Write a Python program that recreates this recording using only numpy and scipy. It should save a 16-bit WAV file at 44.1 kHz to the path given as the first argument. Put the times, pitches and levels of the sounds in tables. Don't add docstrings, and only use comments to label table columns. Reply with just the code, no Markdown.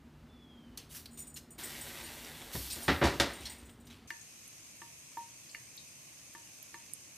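import sys
import numpy as np
from scipy import signal
from scipy.fft import rfft, irfft, next_fast_len
from scipy.io import wavfile
from scipy.ndimage import uniform_filter1d, map_coordinates

SR = 44100
rng = np.random.default_rng(int(sys.argv[2]) if len(sys.argv) > 2 else 0)


def dump(signal):
    limited = np.clip(np.atleast_2d(signal).T, -1, 1)
    pcm = np.round(limited * 32767).astype(np.int16)
    wavfile.write(sys.argv[1], SR, pcm)


N = 316197

# (frequency [Hz], level [dB])
AIR_SPECTRUM = [(15, -48), (25, -42), (49, -0.5), (154, -9), (181, -10.5), (237, -3.5), (515, -17.5),
                (1420, -22), (2560, -28), (2930, -28), (12100, -43), (15000, -40)]
# (frequency [Hz], width [Hz], level [dB])
MACHINE_MODES = [(73, 12, -6), (151.5, 6.8, -4.5), (236.3, 4.6, 0.5)]
# (frequency [Hz], fade [s])
YARD_ECHO = [(200, 0.4), (4000, 0.36), (12000, 0.3)]
# (time [s], level [dB], rise [s], fade [s], centre [Hz], width [share of centre])
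NOZZLE_SPITS = [(.773, -40.5, 0.0027, 0.057, 5870, 1), (.777, -51.5, 0.004, 0.25, 3180, 0.5),
                (.89, -49.5, 0.033, 0.34, 7900, 3.5), (.935, -42, 0.024, 0.23, 7500, 3.5),
                (1.056, -42.5, 0.0021, 0.04, 3770, 0.65), (1.165, -56.5, 0.016, 0.4, 3630, 1.3),
                (1.356, -42.5, 0.018, 0.074, 5140, 1.1)]
# (time [s], level [dB])
TAG_CLASHES = [(1.11, -54), (1.131, -48), (1.1742, -39.5), (1.191, -35), (1.270, -42), (1.3416, -41),
               (1.5058, -44), (1.6354, -33.5), (1.812, -35.5), (2.039, -42), (2.722, -33), (2.83, -36.5),
               (3.334, -43.5), (3.407, -45), (3.497, -38)]
# (frequency [Hz], level [dB], fade [s])
TAG_MODES = [(5700, -22.5, 0.08), (7010, -11, 0.12), (7978, -12.5, 0.15), (8760, -3.5, 0.11),
             (8830, -13.5, 0.07), (11230, -17, 0.062), (12850, -21, .17), (14700, -16, 0.09),
             (14900, -18, 0.12)]
# (frequency [Hz], level [dB])
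HISS_SPECTRUM = [(1500, -4), (4000, 4.5), (7000, 0.5), (10000, 1.5), (12500, 4.5), (15000, 1)]
# (frequency [Hz], level [dB])
SPLATTER_SPECTRUM = [(120, -21), (300, 3.5), (600, 3), (1100, -2), (2000, 3), (2800, -1), (3800, 0),
                     (5200, -8.5), (9000, -5), (15000, -30)]
# (time [s], level [dB], rise [s], fade [s], centre [Hz], width [share of centre])
PAW_SCUFFS = [(2.243, -50, .004, .12, 4200, .7), (2.698, -38, 0.01, 0.18, 4330, 0.39),
              (3.39, -52, 0.047, 0.3, 3350, 0.56), (3.454, -40, 0.002, 0.16, 4300, 0.29),
              (3.694, -53.5, 0.0011, 0.031, 2500, 2.2), (3.869, -51.5, .001, 0.067, 4970, 0.88),
              (3.88, -54.5, 0.03, 0.42, 2480, 0.55)]
# (time [s], level [dB], rise [s], fade [s], brightness [Hz], boom [dB])
DOG_THUMPS = [(2.545, -38, 0.009, 0.079, 860, 1), (2.591, -59, 0.0066, 0.11, 150, 20),
              (2.76, -46, 0.0089, 0.16, 600, -6), (2.88, -21, 0.0013, 0.24, 1440, -5.5),
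              (2.891, -26.5, 0.0041, 0.094, 1600, -5), (3.012, -22.5, 0.0056, 0.35, 910, -4),
              (3.035, -28, 0.0052, 0.32, 3720, 1), (3.199, -20, 0.00042, 0.11, 4220, -16),
              (3.222, -33.5, 0.0036, 0.39, 2050, -3), (3.403, -48, 0.0044, 0.038, 300, 3.5),
              (3.621, -57, 0.0089, 0.13, 200, 11)]
# (frequency [Hz], level [dB])
BOARD_SPECTRUM = [(24, -41), (40, -26), (59, -6), (111, -7), (142, -3), (182, -7.5), (263, -3.5),
                  (432, -6.5), (541, -6), (1080, -12), (1870, -10), (2920, -17), (3650, -14.5),
                  (15000, -37.5)]
# (frequency [Hz], width [Hz], level [dB])
WALL_MODES = [(60.1, 9.1, 4.5), (79, 26, 2.5), (111, 13, -1), (144, 7.9, 3.5), (268, 9.6, 2.5),
              (306, 14, 1.5), (398, 16, -8), (559, 37, -6), (670, 16, -9), (702, 40, -1), (1007, 31, 2),
              (1180, 25, -18)]
# (frequency [Hz], level [dB])
STREAM_SPECTRUM = [(530, -51), (900, -19), (1070, -7), (1220, -16), (1540, -11.5), (1850, -8), (2500, -2.5),
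                   (3510, -10), (4280, -8), (6350, -2), (7470, -7), (8590, -3), (9880, -10), (11800, -11.5),
                   (14500, -16.5)]
# (frequency [Hz], width [Hz], level [dB])
FILM_MODES = [(2550, 290, -6), (6450, 160, 3.5), (8900, 850, -14), (11400, 380, -7.5)]
# (frequency [Hz], level [dB])
ROOM_SPECTRUM = [(15, -54), (25, -18), (59, -8.5), (130, 1.5), (168, -4), (340, -6.5), (376, -13),
                 (656, -10.5), (714, -13.5), (1400, -19.5), (1820, -37), (3080, -120)]
# (frequency [Hz], sides over middle [dB])
STEREO_SPREAD = [(60, -5), (110, -11.5), (200, -10.5), (380, -4.5), (700, -4.5), (1290, -2), (2380, -2.5),
                 (4400, 0.5), (8120, 1), (15000, -1)]
# (time [s], low modes [dB], middle modes [dB], upper modes [dB])
DRAIN_DROPS = [(4.104, -45.5, -29.5, -33.5), (4.817, -44, -41, -51), (5.171, -28, -45, -54),
               (5.547, -57, -38, -33), (6.349, -45, -41, -51), (6.742, -43.5, -38.5, -43)]
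# (frequency [Hz], level [dB], fade [s])
PIPE_MODES = [(335, -12, 0.12), (932.6, -7, 0.21), (985, -16, 0.15), (1158, -5.5, 0.054),
              (1773, -1.5, 0.045), (2046, -10.5, 0.065), (2134, -4.5, 0.027), (2240, -2, 0.012),
              (2500, -18, 0.034), (2806, -12.5, 0.05), (4500, -23.5, 0.12)]
# (frequency [Hz], fade [s])
BATHROOM_ECHO = [(200, 0.22), (2000, 0.36), (12000, 0.03)]
# (time [s], level [dB], fade [s], centre [Hz], left over right [dB])
BUBBLE_POPS = [(4.213, -50, 0.055, 6700, 7), (4.478, -50, .02, 9700, -13), (5.18, -50, .008, 12400, -11),
               (5.492, -53.5, .06, 4660, 10), (5.513, -50, 0.044, 7640, -2), (5.768, -47, .006, 12500, -14),
               (5.7765, -42, 0.025, 4180, 5), (6.338, -50, .006, 12500, -13),
               (6.628, -42.5, 0.0046, 12400, -20), (6.9356, -27.5, 0.0028, 9900, -13)]


def amp(db):
    return 10 ** (np.asarray(db) / 20)


def unit(x):
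    return x / np.sqrt(np.mean(x ** 2) + 1e-20)


def clock():
    return np.arange(N) / SR


def ramp(start, length):
    return np.clip((clock() - start) / length, 0, 1)


def since(start):
    return np.maximum(clock() - start, 0)


def along(points, hz):
    frequencies, values = np.transpose(points)
    return np.interp(np.log(hz + 1), np.log(frequencies), values)


def wobble(rate):
    return map_coordinates(rng.standard_normal(int(N * rate / SR) + 4), [clock() * rate])


def filtered(x, response):
    n = x.shape[-1]
    padded = next_fast_len(n + SR // 4)
    return irfft(rfft(x, padded) * response(np.fft.rfftfreq(padded, 1 / SR)), padded)[..., :n]


def coloured(x, spectrum):
    return unit(filtered(x, lambda hz: amp(along(spectrum, hz))))


def resonant(x, modes):
    def response(hz):
        return sum((-1) ** k * amp(db) * 1j * hz * width / (centre ** 2 - hz ** 2 + 1j * hz * width)
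                   for k, (centre, width, db) in enumerate(modes))
    return unit(filtered(x, response))


def patter(rate, spread_db, n=N):
    hits = rng.random(n) < rate / SR
    return unit(hits * rng.standard_normal(n) * amp(spread_db * rng.standard_normal(n)))


def patchy(x, depth_db, bands):
    slices = signal.stft(x, nperseg=512)[2]
    patches = uniform_filter1d(rng.standard_normal(slices.shape), bands, axis=0)
    patches = uniform_filter1d(patches, size=8, axis=1)
    return unit(signal.istft(slices * amp(depth_db * unit(patches)), nperseg=512)[1][:len(x)])


def swell(rise, fade):
    t = np.arange(SR // 2) / SR
    return np.minimum(t / max(rise, 1 / SR), 1) * amp(-60 * np.maximum(t - rise, 0) / fade)


def add(track, time, sound):
    start = round(time * SR)
    part = track[..., start:start + sound.shape[-1]]
    part += sound[..., :part.shape[-1]]


def echo(x, fades):
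    hz, t, slices = signal.stft(rng.standard_normal((2, SR // 2)), SR, nperseg=256)
    tail = signal.istft(slices * amp(-60 * t / along(fades, hz)[:, None]), SR, nperseg=256)[1]
    return signal.fftconvolve(np.atleast_2d(x), tail / np.linalg.norm(tail[0]), axes=1)[:, :N]


def bursts(rows, grain_rate):
    out = np.zeros(N)
    for time, db, rise, fade, hz, width in rows:
        grains = resonant(patter(grain_rate, spread_db=2.5, n=SR // 2), [(hz, width * hz, 0)])
        add(out, time, amp(db) * swell(rise, fade) * patchy(grains, depth_db=2.5, bands=6))
    return out


def yard_air():
    air = amp(-58.5 + 0.74 * wobble(4.92)) * coloured(rng.standard_normal(N), AIR_SPECTRUM)
    return air + amp(-59.5) * resonant(rng.standard_normal(N), MACHINE_MODES)


def bird():
    start_s, length_s, rise_s, release_s = .28, .53, .2, .33
    start_hz, fall_hz = 3480, 596
    progress = ramp(start_s, length_s)
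    hz = start_hz - fall_hz * progress ** 1.5
    roughness = (.006 + .014 * progress) * wobble(420)
    phase = 2 * np.pi * np.cumsum(hz * (1 + roughness + 0.0037 * wobble(34.7))) / SR
    release = 1 - ramp(start_s + length_s - release_s, release_s)
    singing = np.sqrt(ramp(start_s, rise_s)) * release
    whistle = np.sin(phase) + amp(-19) * np.sin(1.52 * phase)
    return singing * amp(-62 + 3.4 * wobble(59.9)) * whistle


def hose_spits():
    return bursts(NOZZLE_SPITS, grain_rate=12000)


def jiggles(count):
    start_s, length_s, fade_db_per_s = 3.34, 0.56, 16
    delays = length_s * (np.arange(count) + rng.random(count)) / count
    return [(start_s + delay, -49 - fade_db_per_s * delay) for delay in delays]


def collar_tags():
    out, t = np.zeros(N), np.arange(SR // 4) / SR
    hz, level, fade = np.transpose(TAG_MODES)[:, :, None]
    onset = np.minimum(t / 0.00056, 1)
    for time, db in TAG_CLASHES + jiggles(count=8):
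        for delay, softer_db in [(0, 0), (rng.uniform(.004, .012), -3), (rng.uniform(.014, .034), -7)]:
            strength = amp(level + 3 * rng.standard_normal(hz.shape) - 60 * t / fade)
            detuned = hz * (1 + 0.0026 * rng.standard_normal(hz.shape))
            ring = np.sum(strength * np.sin(2 * np.pi * (detuned * t + rng.random(hz.shape))), axis=0)
            scrape = amp(-17 - 60 * t / .04) * np.diff(rng.standard_normal(len(t) + 1))
            add(out, time + delay, amp(db - 2.5 + softer_db) * onset * (ring + scrape))
    return out


def hose_jet():
    on_s, bite_s = 1.578, 2.52
    turned = ramp(3.535, length=0.23)
    shielded = np.sin(np.pi * ramp(2.54, length=0.22))
    nozzle = amp(-47 - 9 * since(on_s))
    mist = amp(-40.5 - 26 * since(bite_s)) * ramp(bite_s, length=0.019)
    hiss_gain = np.hypot(nozzle, mist) * amp(-13 * turned + 0.38 * wobble(35.6))
    hiss = hiss_gain * coloured(patter(25000, spread_db=4), HISS_SPECTRUM)
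    drops = patchy(coloured(patter(5000, spread_db=0), SPLATTER_SPECTRUM), depth_db=2.2, bands=3)
    splatter_db = -49.5 - 3 * since(on_s) - 17 * shielded - 16.5 * turned
    splatter = amp(splatter_db + wobble(24)) * drops
    return ramp(on_s, length=0.01) * (hiss + splatter)


def paw_scuffs():
    return bursts(PAW_SCUFFS, grain_rate=7000)


def dog_thumps():
    out = np.zeros(N)
    for time, db, rise, fade, bright_hz, boom_db in DOG_THUMPS:
        def tilt(hz):
            lift = 1 + (hz / 1500) ** 2
            return np.sqrt(lift / (1 + (hz / bright_hz) ** 2) / (1 + (hz / (3 * bright_hz)) ** 4))
        boards = coloured(patter(7000, spread_db=1.5, n=SR // 2), BOARD_SPECTRUM)
        rattle = unit(filtered(boards, tilt)) * swell(rise, fade)
        reach_hz = 0.31 * bright_hz
        push = filtered(rng.standard_normal(SR // 2), lambda hz: 1 / (1 + (hz / reach_hz) ** 2))
        boom = amp(boom_db) * resonant(push, WALL_MODES) * swell(rise=0.0057, fade=0.22)
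        add(out, time, amp(db) * (rattle + boom))
    return out


def basin():
    impacts = coloured(patter(14000, spread_db=-0.5), STREAM_SPECTRUM)
    fizz = patchy(impacts, depth_db=1.7, bands=3)
    film = resonant(patter(7000, spread_db=2), FILM_MODES)
    water = amp(-58 + 0.16 * wobble(26)) * (fizz + amp(-5.5) * film)
    return water + amp(-65.5) * coloured(rng.standard_normal(N), ROOM_SPECTRUM)


def running_tap(top_hz=14550):
    middle = basin()
    side = filtered(basin(), lambda hz: amp(along(STEREO_SPREAD, hz)))
    return filtered(np.array([middle + side, middle - side]), lambda hz: hz < top_hz)


def drain_plinks():
    out, t = np.zeros(N), np.arange(SR // 2) / SR
    for time, low_db, middle_db, upper_db in DRAIN_DROPS:
        blend_db = min(low_db, middle_db) + 2
        push = [(333, blend_db), (930, low_db), (1150, blend_db), (1760, middle_db), (2000, upper_db)]
        ring = sum(amp(db + along(push, hz)) * swell(0.0017, fade) * np.sin(2 * np.pi * hz * t)
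                   for hz, db, fade in PIPE_MODES)
        spray = resonant(rng.standard_normal(len(t)), [(2350, 2400, 0)])
        splash = amp(middle_db - 11.5) * swell(rise=0.00015, fade=0.029) * spray
        add(out, time, ring + splash)
    return out + amp(-13) * echo(out, BATHROOM_ECHO)


def bubble_ticks():
    out = np.zeros((2, N))
    for time, db, fade, hz, pan_db in BUBBLE_POPS:
        pop = rng.standard_normal(SR // 2) * swell(0.00021, fade)
        ring = resonant(pop, [(hz, 0.18 * hz, 0)])
        tick = resonant(ring, [(hz, 0.21 * hz, 0)]) * np.std(pop)
        add(out, time, amp([[db + pan_db / 2], [db - pan_db / 2]]) * tick)
    return out + amp(-4.5) * echo(out, BATHROOM_ECHO)


def scene():
    outdoors = bird() + hose_jet() + hose_spits() + collar_tags() + dog_thumps() + paw_scuffs()
    yard = yard_air() + outdoors + amp(-9) * echo(outdoors, YARD_ECHO)[0]
    bathroom = running_tap() + drain_plinks() + bubble_ticks()
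    indoors = ramp(4.072, length=0.0048)
    return (1 - indoors) * yard + indoors * bathroom


def record(dry):
    ceiling, top_hz = .27, 15150
    rounded = dry / (1 + (dry / ceiling) ** 4) ** .25
    return filtered(rounded, lambda hz: np.clip((top_hz - hz) / 300 + .5, 0, 1))


dry = scene()
out = record(dry)
dump(out)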